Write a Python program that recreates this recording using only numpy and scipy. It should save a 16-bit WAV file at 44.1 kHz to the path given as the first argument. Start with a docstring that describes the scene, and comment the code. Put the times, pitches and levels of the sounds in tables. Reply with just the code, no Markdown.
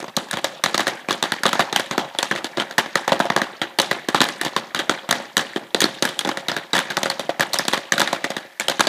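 """A hard-walled room with an electric ring, where popcorn bursts under the foil dome of a pan.
Each burst is a crack of a few milliseconds, made of noise and a click, plus a short knock on the foil.
Thrown kernels follow as a rattle of uneven noise, and the room answers with fading noise.
All of it rings the pan and its air; a faint hiss lies below, and a small microphone rounds loud cracks.
"""
import sys
import numpy as np
from scipy import signal
from scipy.io import wavfile

SR = 44100
rng = np.random.default_rng(int(sys.argv[2]) if len(sys.argv) > 2 else 0)


def wrap_up_sound(samples):
    """Save the sound to the file named by the first command line argument, as 16-bit audio."""
    columns = np.atleast_2d(samples).T
    # keep every value between -1 and 1, then stretch to whole-number steps
    tamed = np.clip(columns, -1, 1)
    steps = np.round(tamed * 32767).astype(np.int16)
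    wavfile.write(sys.argv[1], SR, steps)


N = 391608

# Bursts and knocks on the foil. Each row: start in seconds, level in dB,
# brightness in dB per octave, strongest pitch in Hz.
BURSTS = [(0.001, -22, -1, 720), (0.026, -22.5, -4, 330), (0.041, -22, -4, 1080.0), (0.08, -28.5, -5, 4700),
          (0.1655, -16.5, 4.5, 4020), (0.1708, -12.5, -4.5, 1130), (0.285, -33, 0, 1600),
          (0.31, -19, 3.5, 1720), (0.329, -18.5, -1, 1410), (0.336, -15, -3, 925), (0.37, -16, -1.4, 3340),
          (0.4424, -8.5, 0, 620), (0.637, -7.5, 1.5, 1150), (0.659, -10, -1, 2000), (0.743, -9, -0.7, 1230),
          (0.777, -10, 1.4, 810.0), (0.794, -11, -2.5, 1720), (0.803, -14.5, 0, 870),
          (0.868, -11, -2, 1650), (0.877, -10, 0, 313), (1.085, -15.5, -3, 2370.0),
          (1.107, -8.5, -0.8, 1140), (1.117, -20, 0, 4260), (1.126, -19, 1.5, 3400), (1.225, -9, 0, 870.0),
          (1.237, -13, -2.5, 3570), (1.319, -10.5, 0, 1630), (1.433, -10.5, 0.5, 1540),
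          (1.454, -5.5, -2.5, 1190), (1.463, -11.5, 1, 3370), (1.49, -19.5, 1, 3040.0),
          (1.529, -10, 0.5, 1280), (1.553, -17, -4.5, 840.0), (1.593, -5, -2.2, 800), (1.606, -17, 1, 700),
          (1.726, -10.5, -1.5, 3730), (1.76, -8.5, 1.5, 3150), (1.795, -13, 0.5, 1450),
          (1.91, -12.5, -2.3, 1000), (1.978, -6.5, -2, 824), (2.148, -25, -3.5, 760.0),
          (2.186, -11.5, 1, 3400), (2.227, -10.5, 2, 1000), (2.311, -8, -3, 1730), (2.325, -29, -10, 630),
          (2.351, -19, -3, 583), (2.359, -16, -1.5, 2000), (2.443, -15, 0.5, 770),
          (2.571, -15, -3.5, 3760.0), (2.579, -20.5, -6.5, 630), (2.598, -8.5, -3, 3100),
          (2.709, -22, 0.5, 1590), (2.78, -6, -0.5, 1750), (2.786, -9.5, -1, 980),
          (2.858, -24.5, -6.5, 1720.0), (2.954, -7, -0.5, 1850), (3.077, -9, -0.5, 800),
          (3.119, -6.5, -3.5, 647), (3.1325, -27, -10, 670), (3.192, -28, 3.5, 1490.0),
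          (3.2, -7.5, -3, 860), (3.253, -16, -3.5, 690), (3.3, -8.5, -5, 1810), (3.362, -6, -1.5, 1010),
          (3.374, -16.5, -6.5, 1100), (3.416, -10, -2, 1610), (3.482, -50, -1, 900), (3.615, -11, -3, 3200),
          (3.786, -6.5, 0.7, 840.0), (3.798, -5.5, 0, 3870), (3.815, -25, 6, 310.0),
          (3.834, -23, -2, 810.0), (3.911, -8.5, -1.3, 1950), (4.085, -9.5, -0.5, 298),
          (4.145, -6, -0.5, 1280), (4.1635, -21, 0, 3400), (4.18, -34, 2, 3600), (4.204, -7, -1, 3780),
          (4.214, -5, 0.5, 1610), (4.239, -17, 2, 1200.0), (4.286, -17, 1, 2000), (4.412, -13, 0.5, 1760),
          (4.432, -20, -1, 820), (4.448, -16.5, 2, 300.0), (4.461, -16.5, -3, 310), (4.563, -8.5, -2, 1070),
          (4.746, -10, 0, 1450), (4.79, -14.5, -0.5, 3350), (4.793, -16, -3.5, 1780), (4.894, -6, -2, 1440),
          (4.909, -19, -2, 700), (5.089, -13, -1, 1190), (5.1085, -6, 0.9, 900), (5.125, -9, -2, 1850),
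          (5.2, -25, -4.5, 550.0), (5.367, -6, 0.4, 1720), (5.377, -11, 0.5, 3220), (5.39, -22, -2, 1800),
          (5.409, -25, 0.5, 1780.0), (5.56, -14, -3, 3180), (5.745, -9.5, -1.5, 3550),
          (5.8036, -15, 5, 1780), (5.816, -11.5, 2.5, 3360), (5.8195, -10, 0, 440), (5.84, -9, 1, 4320),
          (6.023, -6, 0.5, 560), (6.051, -10.5, 0.5, 1660), (6.089, -22, 1.5, 3500.0),
          (6.19, -15, 3.5, 3280), (6.248, -14.5, -2, 3500), (6.258, -22.5, -7, 1040),
          (6.272, -14.5, -2, 300), (6.2895, -10, -2, 800), (6.371, -15, -1, 1900), (6.483, -12.5, 0, 3760),
          (6.515, -13.5, -4, 5030), (6.564, -13.5, -1, 1600), (6.731, -12, 1, 3840),
          (6.736, -12.5, -4, 1780), (6.744, -21, -1, 1130), (6.748, -21, 0, 3470), (6.751, -8.5, -2, 1810),
          (6.765, -11, 0.5, 302), (6.778, -14, -0.5, 3470), (6.7889, -10, 0.5, 1640),
          (6.902, -15, -1.8, 3530), (6.908, -17, -2, 1550), (6.968, -10.5, 1, 1490),
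          (6.975, -15.5, -6, 1080.0), (7.03, -9, 0.5, 660), (7.056, -12, -2, 624), (7.099, -12, 1, 4330),
          (7.194, -13.5, -0.3, 596), (7.292, -14.5, -4, 567), (7.301, -25, -0.5, 3470),
          (7.395, -11.5, -2, 1910), (7.406, -7.5, -0.3, 1710), (7.532, -17.5, 4, 4240),
          (7.54, -11.5, 2, 650), (7.586, -18, 4.5, 5100), (7.592, -13, -2.5, 1780),
          (7.651, -22.5, 0, 610.0), (7.68, -9, 1.2, 477), (7.727, -19.5, -0.5, 3470),
          (7.732, -9.5, 0.5, 1120), (7.775, -17, -0.5, 1930), (7.92, -8.5, 1, 1790), (7.937, -13, -3, 590),
          (7.979, -11.5, 0, 1430), (7.995, -10.5, 0.5, 485), (8.002, -9.5, 1.5, 990),
          (8.015, -7, 0.5, 1220), (8.028, -16, -3.5, 1340.0), (8.074, -13.5, -1, 1810),
          (8.128, -10.5, -0.6, 586), (8.241, -12, 0, 1980), (8.249, -21, -1, 2000), (8.302, -17, -1, 745),
          (8.365, -14.5, -0.8, 1870), (8.597, -12, 1, 2250), (8.606, -17, -0.5, 1780),
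          (8.682, -9.5, 1, 3170), (8.696, -11.5, 0.7, 576), (8.794, -7.5, -3, 1760),
          (8.805, -5.5, 1.5, 1300), (8.869, -8.5, -1.5, 4440)]
# Colour of the parts of a burst. Each row: pitch in Hz, then crack, rattle and room echo in dB per Hz.
PART_COLOUR = [(227, -5, -10.5, -35.5), (740, -0.5, -2, -23.5), (1390, -3.5, 1, -29.5),
               (1840, -2.5, 2, -27), (2900, -23.5, -4.5, -32.5), (3263, -1.5, 5, -26.5),
               (5370, -12, -11.5, -36.5), (6100, -10, -11, -35.5), (10840, -21.5, -20.5, -45.5),
               (15100, -28, -24, -71)]
# Extra level of the low thump as time goes on. Each row: time in seconds, level in dB.
THUMP_LEVEL = [(0.5, 0), (2.2, -0.5), (3.3, -2), (4.2, 2), (4.9, -3), (5.7, 5.5), (6.2, 0), (8.5, -1)]
# How fast the parts die. Each row: pitch in Hz, then the seconds in which crack, rattle and room fall 60 dB.
FADE_TIMES = [(197, 0.009, 0.41, 0.76), (567, 0.0084, 0.21, 0.71), (2000, 0.012, 0.11, 0.83),
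              (11500, 0.016, 0.091, 0.37)]
# Resonances of the pan and its enclosed air. Each row: pitch in Hz, width in Hz, level in dB.
PAN_MODES = [(216, 75, 1), (340.4, 24.6, 0), (544.5, 18.2, 4), (697, 25, -8), (815, 42, -8.5),
             (1680, 150, -9.5)]
# Colour of the room and microphone floor. Each row: pitch in Hz, level in dB per Hz (only relative).
HISS_COLOUR = [(170, -51), (1000, -2), (7000, -15)]
# First reflections from the walls. Each row: delay in seconds, level in dB, slope in dB per octave.
WALL_REFLECTIONS = [(0.0159, -18.5, -1.5), (0.019, -22.5, -3)]
# Edges of the frequency bands in Hz, wide enough for a sound to start at once
EDGES_HZ = np.r_[30, 280:1200:230, 1200 * 2 ** np.arange(0, 3.9, 1 / 4)]

BURST_S, BURST_DB, BRIGHT_DB, PITCH_HZ = np.transpose(BURSTS)

HISS_DB = -56   # average (rms) level of the floor
CRACK_DB, RATTLE_DB, ECHO_DB = 6, -4.5, 8.5   # added to the level of the burst
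PIVOT_HZ = 1500   # brightness tilts the colour about this pitch
TILT_FROM_HZ = 500   # below this the tilt stays the same, and the thump level counts
RATTLE_TILT, ECHO_TILT = 0.35, 0.86   # share of the brightness that rattle and echo keep
PITCH_DB, PITCH_OCTAVES = 7, 0.17   # height and width of a burst's own resonance
CRACK_PITCH, ECHO_PITCH = 0.28, 0.53   # share of that resonance in crack noise and echo
UNEVEN_DB = 2.5   # chance differences from band to band
THUMP_FOLLOWS = 0.034   # dB of thump per dB of level: weak bursts are leaner
SETTLING = 0.6   # how lumpy late kernels make the echo
CREAK_DB, CREAK_DB_PER_OCTAVE = -54.5, 2   # faint ticks of the hot foil
BURST_SAMPLES = SR // 25   # room for one crack or knock: 40 ms
ONSET_DELAY_S = 0.0009   # crack and knock begin this long after the row's time
CRACK_RISE_S = 0.0004
SPLINTER_SAMPLES, GRIT_DB = 12, 4.5   # length and unevenness of the splinters in a crack
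HULL_CLICK, HULL_DB_PER_OCTAVE = 11, 1.5   # click size beside the noise, and its rise with pitch
KNOCK_DB, KNOCK_RISE_CYCLES, KNOCK_T60_S = 5, 0.96, 0.013   # level is added to that of the burst
BASS_CUT_HZ, CUTOFF_HZ = 103, 15600


def from_db(db):
    """Turn a level in dB into a gain."""
    return 10 ** (np.asarray(db) / 20)


def at_hz(rows, hz):
    """Read the columns of a table at one pitch, on a logarithmic pitch axis."""
    known_hz, *columns = np.transpose(rows)
    return [np.interp(np.log(hz), np.log(known_hz), column) for column in columns]


def band(x, low, high):
    """Let only one band of frequencies through."""
    return signal.sosfilt(signal.butter(2, [low, high], "band", fs=SR, output="sos"), x)


def hiss():
    """Room and microphone floor: steady noise, coloured band by band."""
    white = rng.standard_normal((2, N))
    out = np.zeros(N)
    for k, (low, high) in enumerate(zip(EDGES_HZ[::2], EDGES_HZ[2::2])):
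        gain = from_db(at_hz(HISS_COLOUR, low)[0])
        out += gain * band(white[k % 2], low, high)   # neighbouring bands use separate noise
    return from_db(HISS_DB) * out / np.sqrt(np.mean(out ** 2))


def strikes(level_db):
    """Place one click for each burst, at the given levels."""
    clicks = np.full(N, 1e-18)
    at = np.clip((BURST_S * SR).astype(int), 0, N - 1)
    clicks[at] = from_db(level_db)
    return clicks


def swell(clicks, rise_s, t60):
    """Turn clicks into envelopes that rise quickly and die away; where they overlap, power adds up."""
    up = np.exp(-1 / (rise_s * SR))
    down = from_db(-120 / (t60 * SR))   # 120, because this fades the power
    power = signal.lfilter([1 - up], np.convolve([1, -up], [1, -down]), clicks ** 2)
    return np.sqrt(power)


def room_echo(level_db, t60):
    """Loudness curve of the room's answer, which sums the fading echoes of all bursts."""
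    return swell(strikes(level_db + ECHO_DB), 0.00083, t60)


def foil_rattle(level_db, t60):
    """Loudness curve of kernels rattling on the foil, which builds and fades after each burst."""
    return swell(strikes(level_db + RATTLE_DB), 0.0053, t60)


def tumbling(per_s, spread_db, touch_s):
    """Uneven loudness of kernels landing at random: each touch fades quickly; the average (rms) is 1."""
    sizes = from_db(spread_db * np.minimum(rng.exponential(1, N), 3))
    hits = rng.random(N) < per_s / SR
    fade = np.exp(-1 / (touch_s * SR))
    touches = signal.lfilter([1], [1, -fade], sizes * hits)
    return touches / np.sqrt(np.mean(touches ** 2))


def placed(bursts):
    """Lay each row of samples down at its burst, a fixed moment after the row's time."""
    starts = ((BURST_S[:, None] + ONSET_DELAY_S) * SR).astype(int)
    at = starts + np.arange(bursts.shape[1])
    return np.bincount(at.ravel(), bursts.ravel(), N)[:N]


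def reflected(x, octaves):
    """The nearest walls send a sound back a little later, each with its own colour."""
    out = x.copy()
    for delay_s, level_db, slope_db in WALL_REFLECTIONS:
        later = np.r_[np.zeros(int(delay_s * SR)), x][:N]
        out += from_db(level_db + slope_db * octaves) * later
    return out


def splitting_hulls():
    """A hull splits with one sharp click among splinters, which are noise of uneven size."""
    count = len(BURST_S)
    noise = rng.standard_normal((count, 2, BURST_SAMPLES))
    sizes = rng.standard_normal((count, 1, BURST_SAMPLES // SPLINTER_SAMPLES))
    splinters = np.repeat(sizes, SPLINTER_SAMPLES, axis=2)
    hull = np.zeros((count, BURST_SAMPLES))
    hull[:, 8] = HULL_CLICK * np.sign(splinters[:, 0, -1])   # push or pull by chance
    return noise * from_db(GRIT_DB * splinters), hull


def cracks(level_db, split, low, high, t60):
    """In one band, each crack is a short burst whose energy is set by its level."""
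    t = np.arange(BURST_SAMPLES) / SR
    shape = np.sqrt(1 - np.exp(-t / CRACK_RISE_S)) * from_db(-60 * t / t60)
    bursts = band(split * shape, low, high)
    energy = np.sum(bursts ** 2, axis=1)
    gain = from_db(level_db) * np.sqrt((high - low) * t60 / energy)
    return placed(bursts * gain[:, None])


def knocks():
    """Each burst knocks the foil, which rings a few cycles at the burst's own pitch."""
    pitch_hz = PITCH_HZ[:, None]
    t = np.arange(BURST_SAMPLES) / SR
    octaves = np.log2(np.maximum(pitch_hz, TILT_FROM_HZ) / PIVOT_HZ)
    level_db = BURST_DB[:, None] + KNOCK_DB + BRIGHT_DB[:, None] * octaves
    shape = (1 - np.exp(-t * pitch_hz / KNOCK_RISE_CYCLES)) * from_db(-60 * t / KNOCK_T60_S)
    phase = 2 * np.pi * (pitch_hz * t + rng.random(pitch_hz.shape))
    return reflected(placed(from_db(level_db) * shape * np.sin(phase)), 0)


def popping():
    """Build cracks, rattle, creaks and echo from noise that dies band by band, coloured by each burst."""
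    white = rng.standard_normal((2, 2, N))
    splinters, hull = splitting_hulls()
    thump_db = np.interp(BURST_S, *np.transpose(THUMP_LEVEL))
    thump_db = thump_db + THUMP_FOLLOWS * (BURST_DB - np.median(BURST_DB))
    uneven_db = UNEVEN_DB * rng.standard_normal((len(BURST_S), len(EDGES_HZ)))
    landing = tumbling(per_s=350.0, spread_db=3.5, touch_s=0.004)
    late_landing = tumbling(per_s=50.0, spread_db=4.0, touch_s=0.003)
    out = np.zeros(N)
    for k, (low, high) in enumerate(zip(EDGES_HZ, EDGES_HZ[1:])):
        hz = np.sqrt(low * high)
        crack_db, foil_db, room_db = at_hz(PART_COLOUR, hz)
        crack_t60, rattle_t60, room_t60 = at_hz(FADE_TIMES, hz)
        octaves = np.log2(hz / PIVOT_HZ)
        tilt_db = BRIGHT_DB * np.log2(max(hz, TILT_FROM_HZ) / PIVOT_HZ)
        away = np.log2(hz / PITCH_HZ) / PITCH_OCTAVES
        own_db = PITCH_DB * np.exp(-0.5 * away ** 2)
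        level_db = BURST_DB + thump_db * (hz < TILT_FROM_HZ)

        split_db = level_db + CRACK_DB + tilt_db + CRACK_PITCH * own_db + crack_db + uneven_db[:, k]
        split = splinters[:, k % 2] + hull * from_db(HULL_DB_PER_OCTAVE * octaves)
        out += reflected(cracks(split_db, split, low, high, crack_t60), octaves)

        tail_db = level_db + uneven_db[:, k - 1] / 2   # no two tails ring alike
        rattle = foil_rattle(tail_db + RATTLE_TILT * (tilt_db + own_db) + foil_db, rattle_t60)
        echo = room_echo(tail_db + ECHO_TILT * tilt_db + ECHO_PITCH * own_db + room_db, room_t60)
        late = np.roll(late_landing, k // 3 * SR)   # each late kernel pings in a few bands only
        creaks = late * from_db(foil_db + CREAK_DB + CREAK_DB_PER_OCTAVE * octaves)
        near, far = white[k % 2]
        on_foil = (landing * rattle + creaks) * near
        in_room = (1 + SETTLING * late) * echo * far   # the last kernels settle inside the echo
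        out += band(on_foil + in_room, low, high)
    return out


def pan(x):
    """Ring the pan and its air: each mode is a narrow resonance, added to the sound that drives it."""
    out = x.copy()
    for hz, width_hz, level_db in PAN_MODES:
        r = np.exp(-np.pi * width_hz / SR)
        top = from_db(level_db) * (1 - r * r) / 2
        out += signal.lfilter([top, 0, -top], [1, -2 * r * np.cos(2 * np.pi * hz / SR), r * r], x)
    return out


def scene():
    """Put the pan in its room over the faint floor."""
    return (hiss() + pan(popping() + knocks()))[None]


def record(dry):
    """The microphone drops the bass, rounds the loudest cracks near full scale and cuts the top."""
    lean = signal.sosfilt(signal.cheby2(4, 19, BASS_CUT_HZ, "high", fs=SR, output="sos"), dry)
    rounded = lean / (1 + np.abs(lean) ** 6) ** (1 / 6)
    dull = signal.sosfilt(signal.cheby2(8, 22, CUTOFF_HZ, fs=SR, output="sos"), rounded)
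    return signal.sosfilt(signal.cheby2(12, 50, 16700, fs=SR, output="sos"), dull)


dry = scene()
out = record(dry)
wrap_up_sound(out)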